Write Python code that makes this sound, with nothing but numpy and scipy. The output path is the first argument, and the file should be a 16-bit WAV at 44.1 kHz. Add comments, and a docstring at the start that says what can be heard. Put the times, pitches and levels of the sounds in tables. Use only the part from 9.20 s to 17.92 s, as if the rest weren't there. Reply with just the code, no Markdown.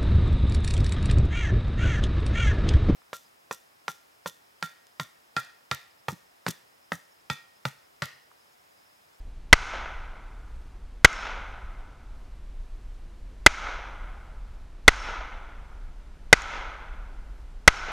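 """Six pistol shots in a dry forest clearing, an arm's length from a head-worn microphone.
Each blast rings the microphone housing and overloads it; the ground answers at once, then the
surrounding trees and a wooded hillside. Close by, the steel slide and spent brass ring faintly
and the trigger clicks. Light wind rumbles on the microphone throughout."""
import sys
import numpy as np
from scipy import signal
from scipy.fft import rfft, irfft, next_fast_len
from scipy.io import wavfile
from scipy.ndimage import map_coordinates

SR = 44100
rng = np.random.default_rng(int(sys.argv[2]) if len(sys.argv) > 2 else 0)


def wav_record(signal):
    """Record a signal, one row per channel, as 16-bit PCM in the file named by sys.argv[1]."""
    frames = np.transpose(np.atleast_2d(signal))
    bounded = np.clip(frames, -1, 1)
    # unit amplitude maps onto the largest positive 16-bit level
    quanta = np.round(bounded * 32767).astype(np.int16)
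    wavfile.write(sys.argv[1], SR, quanta)


N = 384540

# Wind on the microphone; distant trees and hiss. Each row: frequency in Hz, relative level in dB.
WIND_SPECTRUM = [(10, -5.5), (22, 2.5), (38, 0.5), (50, -4.5), (70, -15.5), (100, -22.5), (150, -32),
                 (400, -61)]
HUSH_SPECTRUM = [(60, -5.5), (140, 0), (260, -2.5), (500, -8.5), (1000, -11.5), (2000, -16.5),
                 (4000, -22.5), (8000, -30), (13000, -36.5), (15500, -49)]
# The shots. Each row: start in seconds, overall gain in dB, relative gas push in dB,
# push length in seconds, relative gas turbulence in dB.
PISTOL_SHOTS = [(0.3283, -1.5, 5, 0.0047, -0.5), (1.8459, 0.5, 1, 0.0038, -4),
                (4.263, -4.5, 5.5, 0.0037, 9), (5.6793, -1.5, 3.5, 0.0049, -1),
                (7.128, -3, 10, 0.00053, 2.5), (8.4769, -2.5, 8, 0.0033, 1)]
# Housing resonances, swelling and dying as the gas sweeps past. 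Each row: frequency in Hz,
# relative level in dB, time to the crest in seconds, half length in seconds.
HOUSING_MODES = [(530, -4.5, 0.0036, 0.0022), (640, 3, .0018, 0.0011), (863, -2.5, 0.0028, 0.0032),
                 (1354, -4, 0.0038, 0.003), (1482, 7, .0028, 0.0021), (2045.5, 10, .0051, 0.0019),
                 (2290, 4.5, .0057, 0.00087), (3374, -1, 0.00027, 0.0037), (6471, -0.5, 0.0037, 0.0012)]
# Muzzle gas; scatter off rough soil; the forest echo. Each row: frequency in Hz, relative level in dB.
GAS_SPECTRUM = [(100, -7.5), (600, 1), (2000, -1.5), (3600, -0.5), (6500, -11.5), (10000, -15.5),
                (15000, -30)]
GROUND_SPECTRUM = [(100, -18.5), (700, -7), (1500, 1.5), (2200, -2), (3500, -10), (6500, -17), (12000, -39)]
FOREST_SPECTRUM = [(80, -24), (200, -17.5), (350, -15), (550, -9.5), (900, -3), (1150, -3.5), (1450, -4),
                   (2300, -7.5), (3400, -14.5), (4400, -21), (6500, -22), (8000, -35), (11000, -43),
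                   (14000, -59)]
# Peaks and dips in the tone of the forest echo. Each row: centre in Hz, width in Hz, boost or cut in dB.
ECHO_PEAKS = [(1134, 130, -3), (1317, 160, 5.5), (1484, 120, 5.5), (1840, 180, -5), (2110, 250, 4.5),
              (2620, 110, 3.5), (2680, 200, -4), (3455, 270, 2), (4000, 150, 4.5), (6260, 2400, 2.5),
              (10800, 600, 3.5)]
# How the echo changes with distance. Each row: frequency in Hz, change in dB per second of delay.
PATH_SLOPES = [(200, 5.5), (700, 6.5), (1400, 0.5), (2200, -5), (3500, -9), (4600, -25.5), (6400, -29.5),
               (8500, -56.5), (14000, -74)]
# The steel slide. Each row: frequency in Hz, level in dB, seconds to fall 60 dB.
SLIDE_MODES = [(4540, -58.5, 0.7), (4980, -63, .9), (5385, -63, 1.2), (5970, -59.5, 1.5), (7930, -68, .45)]
# Spent brass. Each row: start in seconds, pitch in Hz, level in dB, overtone in dB, life in seconds.
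BRASS_CASES = [(0.41, 5380, -60, -66, .12), (1.93, 5365, -51, -72, .15), (5.77, 5420, -51, -67, .16),
               (8.562, 5395, -46, -76, .05)]
# Distinct echoes off the hillside. Each row: delay in seconds, level in dB.
HILL_ECHOES = [(.207, -28.5), (.226, -31.5), (.28, -36), (.328, -35)]
# The colour of a distinct echo. Each row: frequency in Hz, relative level in dB.
SLAP_SPECTRUM = [(100, -16), (300, -5.5), (600, 3.5), (1400, -2), (2500, -7), (5000, -22), (12000, -59.5)]
# Trigger clicks. Each row: start in seconds, gain in dB.
TRIGGER_RESETS = [(1.9296, -41), (5.762, -45), (7.22, -41), (8.56, -38.5)]
# The trigger's ring. Each row: frequency in Hz, relative level in dB, seconds to fall 60 dB.
TRIGGER_MODES = [(2060, 7, 0.025), (5500, -3, .02), (6740, 0.5, 0.013), (7150, -5, .012),
                 (10900, -18, 0.026), (14600, -27, .04)]
# The slight stereo width. Each row: frequency in Hz, side level against the middle in dB.
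SIDE_SPECTRUM = [(60, -41.5), (250, -41), (500, -37.5), (2000, -42), (4000, -34.5), (8000, -33.5),
                 (12000, -24.5)]

GROUND_DELAY_S = 0.0088
NEAR_DB = -37.5  # steady return from the trees around the clearing
HILL_S, HILL_DB, HILL_RISE_S = 0.22, -35, 0.1  # the echo swells as the sound reaches the hillside
SPREAD_DB_PER_DECADE, ABSORB_DB_PER_S = 10, 26.5  # beyond it the echo fades with the path's length


def amp(db):
    """Decibels to gain."""
    return 10 ** (np.asarray(db) / 20)


def unit(x):
    """Scale to rms 1."""
    return x / np.sqrt(np.mean(x ** 2) + 1e-20)


def along(points, hz):
    """(Hz, value) points read on a log axis."""
    f, v = np.transpose(points)
    return np.interp(np.log(hz + 1), np.log(f + 1), v)


def filtered(x, response):
    """Filter x by a complex response of frequency."""
    n = x.shape[-1]
    m = next_fast_len(n + SR // 4)
    return irfft(rfft(x, m) * response(np.fft.rfftfreq(m, 1 / SR)), m)[..., :n]


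def noise(spectrum, size):
    """Coloured noise of rms 1."""
    return unit(filtered(rng.standard_normal(size), lambda hz: amp(along(spectrum, hz))))


def wobble(rate):
    """A smooth random curve, rate knots a second."""
    return map_coordinates(rng.standard_normal(int(N * rate / SR) + 4), [np.arange(N) * rate / SR])


def ring(modes, t, scatter_db):
    """Damped modes struck at t = 0, at new strengths each time."""
    return sum(amp(db + scatter_db * rng.standard_normal())
               * np.exp(-np.log(1000) * t / t60) * np.sin(2 * np.pi * hz * t) for hz, db, t60 in modes)


def add(track, start, sound):
    """Mix a sound into the track, start seconds in."""
    part = track[round(start * SR):][:len(sound)]
    part += sound[:len(part)]


def wind(buffet_db=-38, gust_db=1.2):
    """Light air buffets the microphone in random gusts, over the hush of distant trees."""
    buffet = amp(buffet_db + gust_db * wobble(rate=5)) * noise(WIND_SPECTRUM, N)
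    return buffet + amp(-58) * noise(HUSH_SPECTRUM, N)


def blast_wave(t, length):
    """Sudden overpressure, then a longer suction."""
    return (1 - t / length) * np.exp(-t / length)


def blasts():
    """At arm's length, the muzzle wave and its turbulent gas hit the housing; the ground answers."""
    out, t = np.zeros(N), np.arange(SR // 10) / SR
    front = 1 - np.exp(-t / 0.0005)
    for start, db, push_db, push_s, gas_db in PISTOL_SHOTS:
        push = amp(push_db) * blast_wave(t, push_s)
        gas = amp(gas_db + 9.5) * np.exp(-t / 0.002) * noise(GAS_SPECTRUM, len(t))
        add(out, start, -amp(db) * front * (push + gas + housing_ring(t)))
        add(out, start + GROUND_DELAY_S, -amp(db) * ground_bounce(t))
    return out


def housing_ring(t):
    """The microphone housing rings for a few milliseconds as the gas sweeps past."""
    return sum(amp(db + 0.58 * rng.standard_normal())
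               * np.exp(-((t - crest) / half) ** 2) * np.sin(2 * np.pi * hz * t)
               for hz, db, crest, half in HOUSING_MODES)


def ground_bounce(t):
    """The ground underfoot returns a short sharp pulse, and its roughness a brief rattle."""
    front = 1 - np.exp(-(t / 0.00013) ** 2)
    crack = amp(11.5) * blast_wave(t, length=0.00026)
    rattle = amp(-6.5) * np.exp(-t / 0.0025) * noise(GROUND_SPECTRUM, len(t))
    return front * (crack + rattle)


def echo_db(delay):
    """Level of the echo: it holds, swells up to the hillside, then spreads and is absorbed."""
    swell = np.clip(1 + (delay - HILL_S) / HILL_RISE_S, 0, 1)
    far = np.maximum(delay, HILL_S)
    loss_db = SPREAD_DB_PER_DECADE * np.log10(far / HILL_S) + ABSORB_DB_PER_S * (far - HILL_S)
    return NEAR_DB + (HILL_DB - NEAR_DB) * swell - loss_db


def soil_db(hz, delay, dip_db=2.5, centre_hz=600, octaves=0.62):
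    """Soft soil swallows the low middle of short, grazing paths; echoes from up the slope escape."""
    grazing = np.clip((HILL_S - delay) / HILL_RISE_S, 0, 1)
    return -dip_db * grazing * np.exp(-(np.log2((hz + 1) / centre_hz) / octaves) ** 2)


def echo_colour(hz):
    """Gain of the forest echo at each frequency."""
    peaks_db = sum(db / (1 + (2 * (hz - centre) / width) ** 2) for centre, width, db in ECHO_PEAKS)
    return amp(along(FOREST_SPECTRUM, hz) + peaks_db)


def forest_echo():
    """Countless trunks around the clearing scatter each shot; longer paths lose more treble."""
    out, t = np.zeros(N), np.arange(2 * SR) / SR
    neutral_s = 0.1362  # the delay at which the path leaves the colour unchanged
    for start, *_ in PISTOL_SHOTS:
        scatter = unit(filtered(rng.standard_normal(len(t)), echo_colour))
        hz, delay, bands = signal.stft(scatter, SR, nperseg=256)
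        hz = hz[:, None]
        # trunks return the middle range in lumps; fine twigs return the treble smoothly
        lumps_db = 1.6 * rng.standard_normal(len(delay)) / (1 + (hz / 3000) ** 2)
        path_db = along(PATH_SLOPES, hz) * (delay - neutral_s) + soil_db(hz, delay)
        _, tail = signal.istft(bands * amp(lumps_db + path_db), SR, nperseg=256)
        add(out, start + GROUND_DELAY_S, amp(echo_db(t)) * tail[:len(t)])
    return out


def slide():
    """The steel slide slams shut after each shot and sings on faintly."""
    out, t = np.zeros(N), np.arange(SR) / SR
    for start, *_ in PISTOL_SHOTS:
        add(out, start + 0.03, ring(SLIDE_MODES, t, scatter_db=1.5))
    return out


def brass(overtone_ratio=1.633):
    """Spent cases ring faintly while they tumble through the air near the microphone."""
    out, t = np.zeros(N), np.arange(SR // 2) / SR
    for start, hz, db, overtone_db, life in BRASS_CASES:
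        flight = (1 - np.exp(-t / 0.0087)) * np.exp(-(t / life) ** 2)
        tumble = 1 + 0.52 * np.sin(2 * np.pi * rng.uniform(26, 41.86) * t)
        phase = 2 * np.pi * hz * t
        tone = amp(db) * np.sin(phase) + amp(overtone_db) * np.sin(overtone_ratio * phase)
        add(out, start, flight * tumble * tone)
    return out


def far_slaps(trunks=7, trunks_from_s=0.49, gap_s=0.061):
    """The hillside, then single far trunks at random distances, slap back alike after every shot."""
    out, t = np.zeros(N), np.arange(SR // 10) / SR
    delays = trunks_from_s + gap_s * (np.arange(trunks) + rng.random(trunks))
    trunk_echoes = [(delay, echo_db(delay) + 0.5) for delay in delays]
    slap = np.exp(-t / 0.0049) * (1 - np.exp(-t / 0.00042))
    for start, *_ in PISTOL_SHOTS:
        for delay, db in HILL_ECHOES + trunk_echoes:
            add(out, start + delay, amp(db) * slap * noise(SLAP_SPECTRUM, len(t)))
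    return out


def trigger():
    """The trigger snaps forward again as the recoil ends, heard after four of the shots."""
    out, t = np.zeros(N), np.arange(SR // 10) / SR
    for start, db in TRIGGER_RESETS:
        snap = amp(-7.5) * np.exp(-t / 0.0012) * rng.standard_normal(len(t))
        add(out, start, amp(db) * (ring(TRIGGER_MODES, t, scatter_db=6.0) + snap))
    return out


def scene():
    """The clearing from the shooter's head: one microphone feeds both channels."""
    mono = blasts() + forest_echo() + slide() + brass() + far_slaps() + trigger() + wind()
    return np.array([mono, mono])


def saturate(x, top, hardness):
    """Rounded clipping at the level top."""
    return x / (1 + np.abs(x / top) ** hardness) ** (1 / hardness)


def record(dry, coupling_hz=15, rolloff_hz=12500, top_hz=15200):
    """The microphone overloads, its coupling capacitor swings back, and the treble is cut."""
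    overloaded = saturate(dry, top=1.02, hardness=3.8)
    coupled = filtered(
        overloaded, lambda hz: 1j * hz / (coupling_hz + 1j * hz) / (1 + (hz / rolloff_hz) ** 4))
    # left and right sit very slightly apart in phase and hiss
    side = filtered(coupled[0], lambda hz: 1j * amp(along(SIDE_SPECTRUM, hz)))
    side += amp(-80) * noise([(100, -1.5), (8000, -3.0), (14000, -25.5)], N)
    pair = np.clip(coupled + [side, -side], -1, 1)
    return filtered(pair, lambda hz: 1 / (1 + (hz / top_hz) ** 60))


dry = scene()
out = record(dry)
wav_record(out)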